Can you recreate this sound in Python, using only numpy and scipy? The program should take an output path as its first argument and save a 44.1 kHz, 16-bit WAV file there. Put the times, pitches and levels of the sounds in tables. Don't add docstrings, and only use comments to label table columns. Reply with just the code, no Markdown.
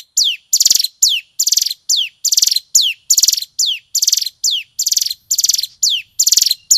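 import sys
import numpy as np
from scipy import signal
from scipy.fft import rfft, irfft, next_fast_len
from scipy.io import wavfile
from scipy.ndimage import uniform_filter1d

SR = 44100
rng = np.random.default_rng(int(sys.argv[2]) if len(sys.argv) > 2 else 0)


def generate_wav(sig):
    pcm = np.round(np.clip(np.atleast_2d(sig).T, -1, 1) * 32767).astype(np.int16)
    wavfile.write(sys.argv[1], SR, pcm)


N = 298557
TIME = np.arange(N) / SR


def undb(db):
    return 10 ** (np.asarray(db) / 20)


def unit(x):
    return x / np.sqrt(np.mean(x ** 2))


def response(points, hz):
    f, db = np.transpose(points)
    return undb(np.interp(np.log(np.maximum(hz, 1)), np.log(f), db))


def noise(shape):
    n = next_fast_len(N, True)
    spectrum = rfft(rng.standard_normal(n)) * shape(np.fft.rfftfreq(n, 1 / SR))
    return unit(irfft(spectrum, n)[:N])


def band(hz, width_hz):
    return noise(lambda f: 1 / (1 + (2 * (f - hz) / width_hz) ** 2))


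def swell(at, spread):
    return np.exp(-.5 * ((TIME - at) / spread) ** 2)


def smooth(x, size, mode="reflect"):
    return uniform_filter1d(uniform_filter1d(x, size, mode=mode), size, mode=mode)


def glide(ms, knots, values):
    return smooth(np.interp(ms, knots, values), 70, mode="nearest")


def tremor(white, size):
    return unit(smooth(white, size))


def add(track, start, sound):
    track[start:start + len(sound)] += sound[:len(track) - start]


OPENING_HOOK_S = -0.014
# top of the sweep in seconds, level in dB, length ratio
WHISTLES = [(0.18, 2.5, .99), (1.0325, 3, 0.93), (1.903, 1.5, 0.99), (2.757, 3.5, 0.96),
            (3.5989, 0.5, 1.018), (4.4477, 0.5, 0.99), (5.836, 1.5, 0.99), (6.7157, 3, 1.036)]
# top of the first note in seconds, level in dB, crescendo to the last note in dB,
# length ratio
TRILLS = [(0.5384, 1.5, 0, 0.99), (1.4029, -1.5, 1.2, 0.99), (2.2549, -0.28, 3, 1),
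          (3.1103, 1.5, -5, 1.012), (3.9568, -0.85, -1, 1), (4.7985, -3, 2, 1.003),
          (5.3164, -1.83, 1.85, 1.032), (6.2024, 0.53, 3.5, 1)]


def songbird():
    *hook, overtone_db = TRILL[-1][1]
    opening = note(gesture(*hook), overtone_db, TRILL_RASP_DB, OPENING_HOOK_S, db=0, length=0.87)
    whistles = [whistle(*row) for row in WHISTLES]
    trill_notes = [n for row in TRILLS for n in trill(*row)]
    return whistles + trill_notes + [opening]


# top pitch in Hz,
# rise in ms, roundness of the top in ms, slide time constant in ms, end in ms, full pressure from in ms,
# held for in ms, pressure in dB, depth of the soft start below it in dB, overtone gain in dB
WHISTLE = (7290, 14.5, 3, 25, 190, -4.8, 173, -10, 34, -4)
LEDGE_HZ, LEDGE_SAG_HZ_PER_MS, WHISTLE_DROOP_MS = 4040, 8.7, 23
WHISTLE_RASP_DB, TRILL_RASP_DB = -38, -21


def whistle(at, db, length):
    *shape, overtone_db = WHISTLE
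    sweep = gesture(*shape, LEDGE_HZ, LEDGE_SAG_HZ_PER_MS, WHISTLE_DROOP_MS)
    return note(sweep, overtone_db, WHISTLE_RASP_DB, at, db, length)


# seconds into the trill before the length ratio, note shape (same columns as the whistle)
TRILL = [(0, (7332.5, 15.5, 3, 46.5, 43, -4, 30, -8.5, 30.5, -1.5)),
         (0.064, (7899.5, 8.5, 1, 27, 40.5, 5.5, 8, -4, 24, 1.5)),
         (0.1156, (8104, 8.5, 1, 21, 35, 6, 5, -1, 33, -0.5)),
         (0.1651, (8097.5, 10.5, 1, 21, 36, 6.5, 4, -0.2, 27, 0.5)),
         (.213, (7904, 9.5, 1.5, 15, 28, 6, -1.5, 0.5, 27, 4)),
         (.2598, (5648.5, 13.5, 2.5, 24, 22, 1.5, 5.5, -6.5, 13.5, -0.5)),
         (0.3078, (4174.5, 19, 9, 32.5, 29, 1, -0.5, -2.5, 18, 8))]


def trill(at, db, crescendo_db, length):
    notes = []
    for after, (*shape, overtone_db) in TRILL:
        note_db = db + crescendo_db * (after / TRILL[-1][0]) ** 2
        notes.append(note(gesture(*shape), overtone_db, TRILL_RASP_DB, at + after * length, note_db, length))
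    return notes


START_RATIO, DROOP_SHARE, DROOP_MS = .38, .33, 10
ATTACK_DB_PER_MS, RELEASE_DB_PER_MS = 3, 1.29


def gesture(top_hz, rise, roundness, slide, end, full, hold, db, soft_db, ledge_hz=0, sag=0, droop=DROOP_MS):
    ms = np.linspace(-rise, end, 400)
    away = np.hypot(ms, roundness) - abs(roundness)
    up = top_hz * START_RATIO ** (away / away[0])
    down = ledge_hz - sag * ms + (top_hz - ledge_hz) * np.exp(-away / slide)
    spent = np.maximum(1 - (end - ms) / droop, 0)
    hz = np.where(ms < 0, up, down) * (1 - DROOP_SHARE * spent * np.sqrt(spent))
    attack = np.clip(ATTACK_DB_PER_MS * (full - ms), 0, soft_db)
    release = RELEASE_DB_PER_MS * np.maximum(ms - full - hold, 0)
    return np.transpose([ms, hz, db - attack - release])


LONGEST_NOTE = SR // 4


def note(sweep, overtone_db, rasp_db, at, db, length, jitter=.002, shimmer_db=.4):
    knots, hz, pressure_db = np.transpose(sweep)
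    knots = knots * length
    first, last = (int((at + knot / 1000) * SR) for knot in (knots[0], knots[-1]))
    samples = np.arange(first, last)[:LONGEST_NOTE]
    ms = (samples / SR - at) * 1000
    chance = rng.standard_normal((4, LONGEST_NOTE))[:, :len(samples)]
    hz = glide(ms, knots, hz) * (1 + jitter * tremor(chance[0], size=20))
    pressure = undb(glide(ms, knots, pressure_db) + db + shimmer_db * tremor(chance[1], size=40))
    fade = np.clip(np.minimum(ms - ms[0], ms[-1] - ms) / 2, 0, 1)
    voice = fade * syrinx(hz, pressure, overtone_db, rasp_db, chance[2:])
    return samples[0], *head(voice, at)


# multiple of the pitch, level in dB before the note's overtone gain
OVERTONES = [(2, -28.5), (3, -43.5), (4, -49.5), (5, -55.5)]
OVERTONE_POWER = .55
HALF_TONE_DB, THREE_HALVES_DB = -40, -34
RASP_HZ, TOP_HZ = 5100, 15600


def syrinx(hz, pressure, overtone_db, rasp_db, chance, flutter_db=15):
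    phase = 2 * np.pi * np.cumsum(hz) / SR
    overtones = sum(undb(level_db + overtone_db) * (k * hz < TOP_HZ) * np.sin(k * phase)
                    for k, level_db in OVERTONES)
    overtones = overtones * (1 + undb(rasp_db + flutter_db) * tremor(chance[0], size=12))
    halves = undb(HALF_TONE_DB) * np.sin(phase / 2) + undb(THREE_HALVES_DB) * np.sin(phase * 1.5)
    dull_noise = signal.lfilter(*signal.butter(1, RASP_HZ, fs=SR), chance[1])
    rasp = undb(rasp_db) * pressure ** (3 / 4) * dull_noise
    return pressure * (np.sin(phase) + halves) + pressure ** OVERTONE_POWER * overtones + rasp


# frequency in Hz, gain in dB
TRACT = [(900, -57), (1400, -17), (2000, -19), (2600, -8.5), (3300, -6), (4300, -2), (6000, -1.5),
         (7200, 1), (8000, -3.5), (9600, -2.5), (11500, 8), (14000, 15.5), (15500, -7.5)]
# time in seconds, facing (0 side on, 1 beak towards the microphone)
FACING = [(0, 0.0082), (.7, 0.43), (1.05, 0.78), (1.5, 0.033), (2.35, 0), (2.8, 0.89), (3.6, 0.0067),
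          (4.5, 0.031), (5.9, 0.2), (6.35, 0.31), (6.75, 0.91)]
BEAM_DB, REFLECTION_MS, REFLECTION_SHARE = (-1.77, 7), (0.754, 0.8172), (0.45, 0.23)
BEAM_HZ = 6400


def head(voice, at):
    facing = np.interp(at, *np.transpose(FACING))
    beam_db, lag_ms, share = (np.interp(facing, [0, 1], ends)
                              for ends in (BEAM_DB, REFLECTION_MS, REFLECTION_SHARE))
    size = next_fast_len(2 * len(voice), True)
    f = np.fft.rfftfreq(size, 1 / SR)
    beam = undb(beam_db * f ** 20 / (f ** 20 + BEAM_HZ ** 20))
    comb = 1 - share * np.exp(-2j * np.pi * f * lag_ms / 1000)
    spectrum = rfft(voice, size) * response(TRACT, f) * comb
    return irfft(spectrum * beam, size), irfft(spectrum, size)


def decay(t, t60_s, build_s):
    envelope = np.exp(-np.log(1000) * t / t60_s) * np.minimum(t / build_s, 1)
    return envelope / np.linalg.norm(envelope)


NEAR_DB, NEAR_T60_S = -14, 0.12
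# mean delay in ms, random spread of the delay
# in ms, level in dB
ECHOES = [(2.689, 0.22, -23.5), (3.6, 0.434, -13.5), (8.5, 2.3, -17.5), (15.7, 0.8, -26.5),
          (39.7, 1.2, -34)]


def cage():
    t = np.arange(SR // 8) / SR
    impulse = undb(NEAR_DB) * decay(t, NEAR_T60_S, build_s=0.0027) * rng.standard_normal(len(t))
    for delay_ms, spread_ms, db in ECHOES:
        lag = (delay_ms + spread_ms * rng.standard_normal()) / 1000
        impulse += undb(db) * np.sinc((t - lag) * SR)
    return impulse


YARD_DB, YARD_T60_S, YARD_TOP_HZ = -32, 0.63, 5340


def yard(song):
    t = np.arange(int(.7 * SR)) / SR
    tail = undb(YARD_DB) * decay(t, YARD_T60_S, build_s=0.061) * rng.standard_normal(len(t))
    dull_tail = signal.lfilter(*signal.butter(2, YARD_TOP_HZ, fs=SR), tail)
    return signal.oaconvolve(song, dull_tail)[:len(song)]


# peak in seconds, spread in seconds, pitch in Hz, level in dB
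FAR_CALL = (6.61, .04, 2800, -48)


def far_call():
    at, spread, hz, db = FAR_CALL
    return undb(db) * swell(at, spread) * band(hz, width_hz=50)


# peak in seconds, spread in seconds, centre in Hz, width in Hz,
# level in dB
RUSTLES = [(5.22, 0.079, 12500, 1500, -59), (5.72, 0.028, 4800, 1610, -43),
           (6.136, 0.041, 12700, 1000, -62.5)]


def rustles():
    return sum(undb(db) * swell(at, spread) * band(hz, width) for at, spread, hz, width, db in RUSTLES)


# time in seconds, level in dB
MOTOR = [(0, -79.5), (3.6, -66.5), (4.4, -67.5), (5.4, -60.5), (6.77, -63)]
MOTOR_HZ, MOTOR_WIDTH_HZ = 94, 120


def motor():
    return undb(np.interp(TIME, *np.transpose(MOTOR))) * band(MOTOR_HZ, MOTOR_WIDTH_HZ)


# frequency in Hz, relative spectral level in dB
GARDEN = [(25, -11), (85, -6.5), (160, -5.5), (300, -13.5), (700, -13.5), (1500, -15.5), (4000, -26.5),
          (7500, -22.5), (9500, -12), (11000, -20), (15000, -40)]
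GARDEN_DB = -70


def air():
    return noise(lambda f: response(GARDEN, f))


def garden():
    waver_db = 1.0 * tremor(rng.standard_normal(N), size=9000)
    return undb(GARDEN_DB + waver_db) * air() + motor() + rustles() + far_call()


def scene(side_db=-12, air_side_db=-86):
    lead = SR // 2
    song, around, echo, side_echo = np.zeros((4, N + 2 * lead))
    for start, ahead, spread in songbird():
        add(song, lead + start, ahead)
        add(around, lead + start, spread)
        add(echo, lead + start, signal.fftconvolve(spread, cage()))
        add(side_echo, lead + start, signal.fftconvolve(spread, cage()))
    mid = (song + echo + yard(around))[lead:lead + N] + garden()
    side = undb(side_db) * (side_echo + yard(around))[lead:lead + N]
    side += undb(air_side_db) * air()
    return np.array([mid + side, mid - side])


CEILING, TROUGH = .88, -.99


def record(dry):
    clipped = np.clip(dry, TROUGH, CEILING)
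    return signal.sosfiltfilt(signal.ellip(8, .1, 60, TOP_HZ, fs=SR, output="sos"), clipped)


dry = scene()
out = record(dry)
generate_wav(out)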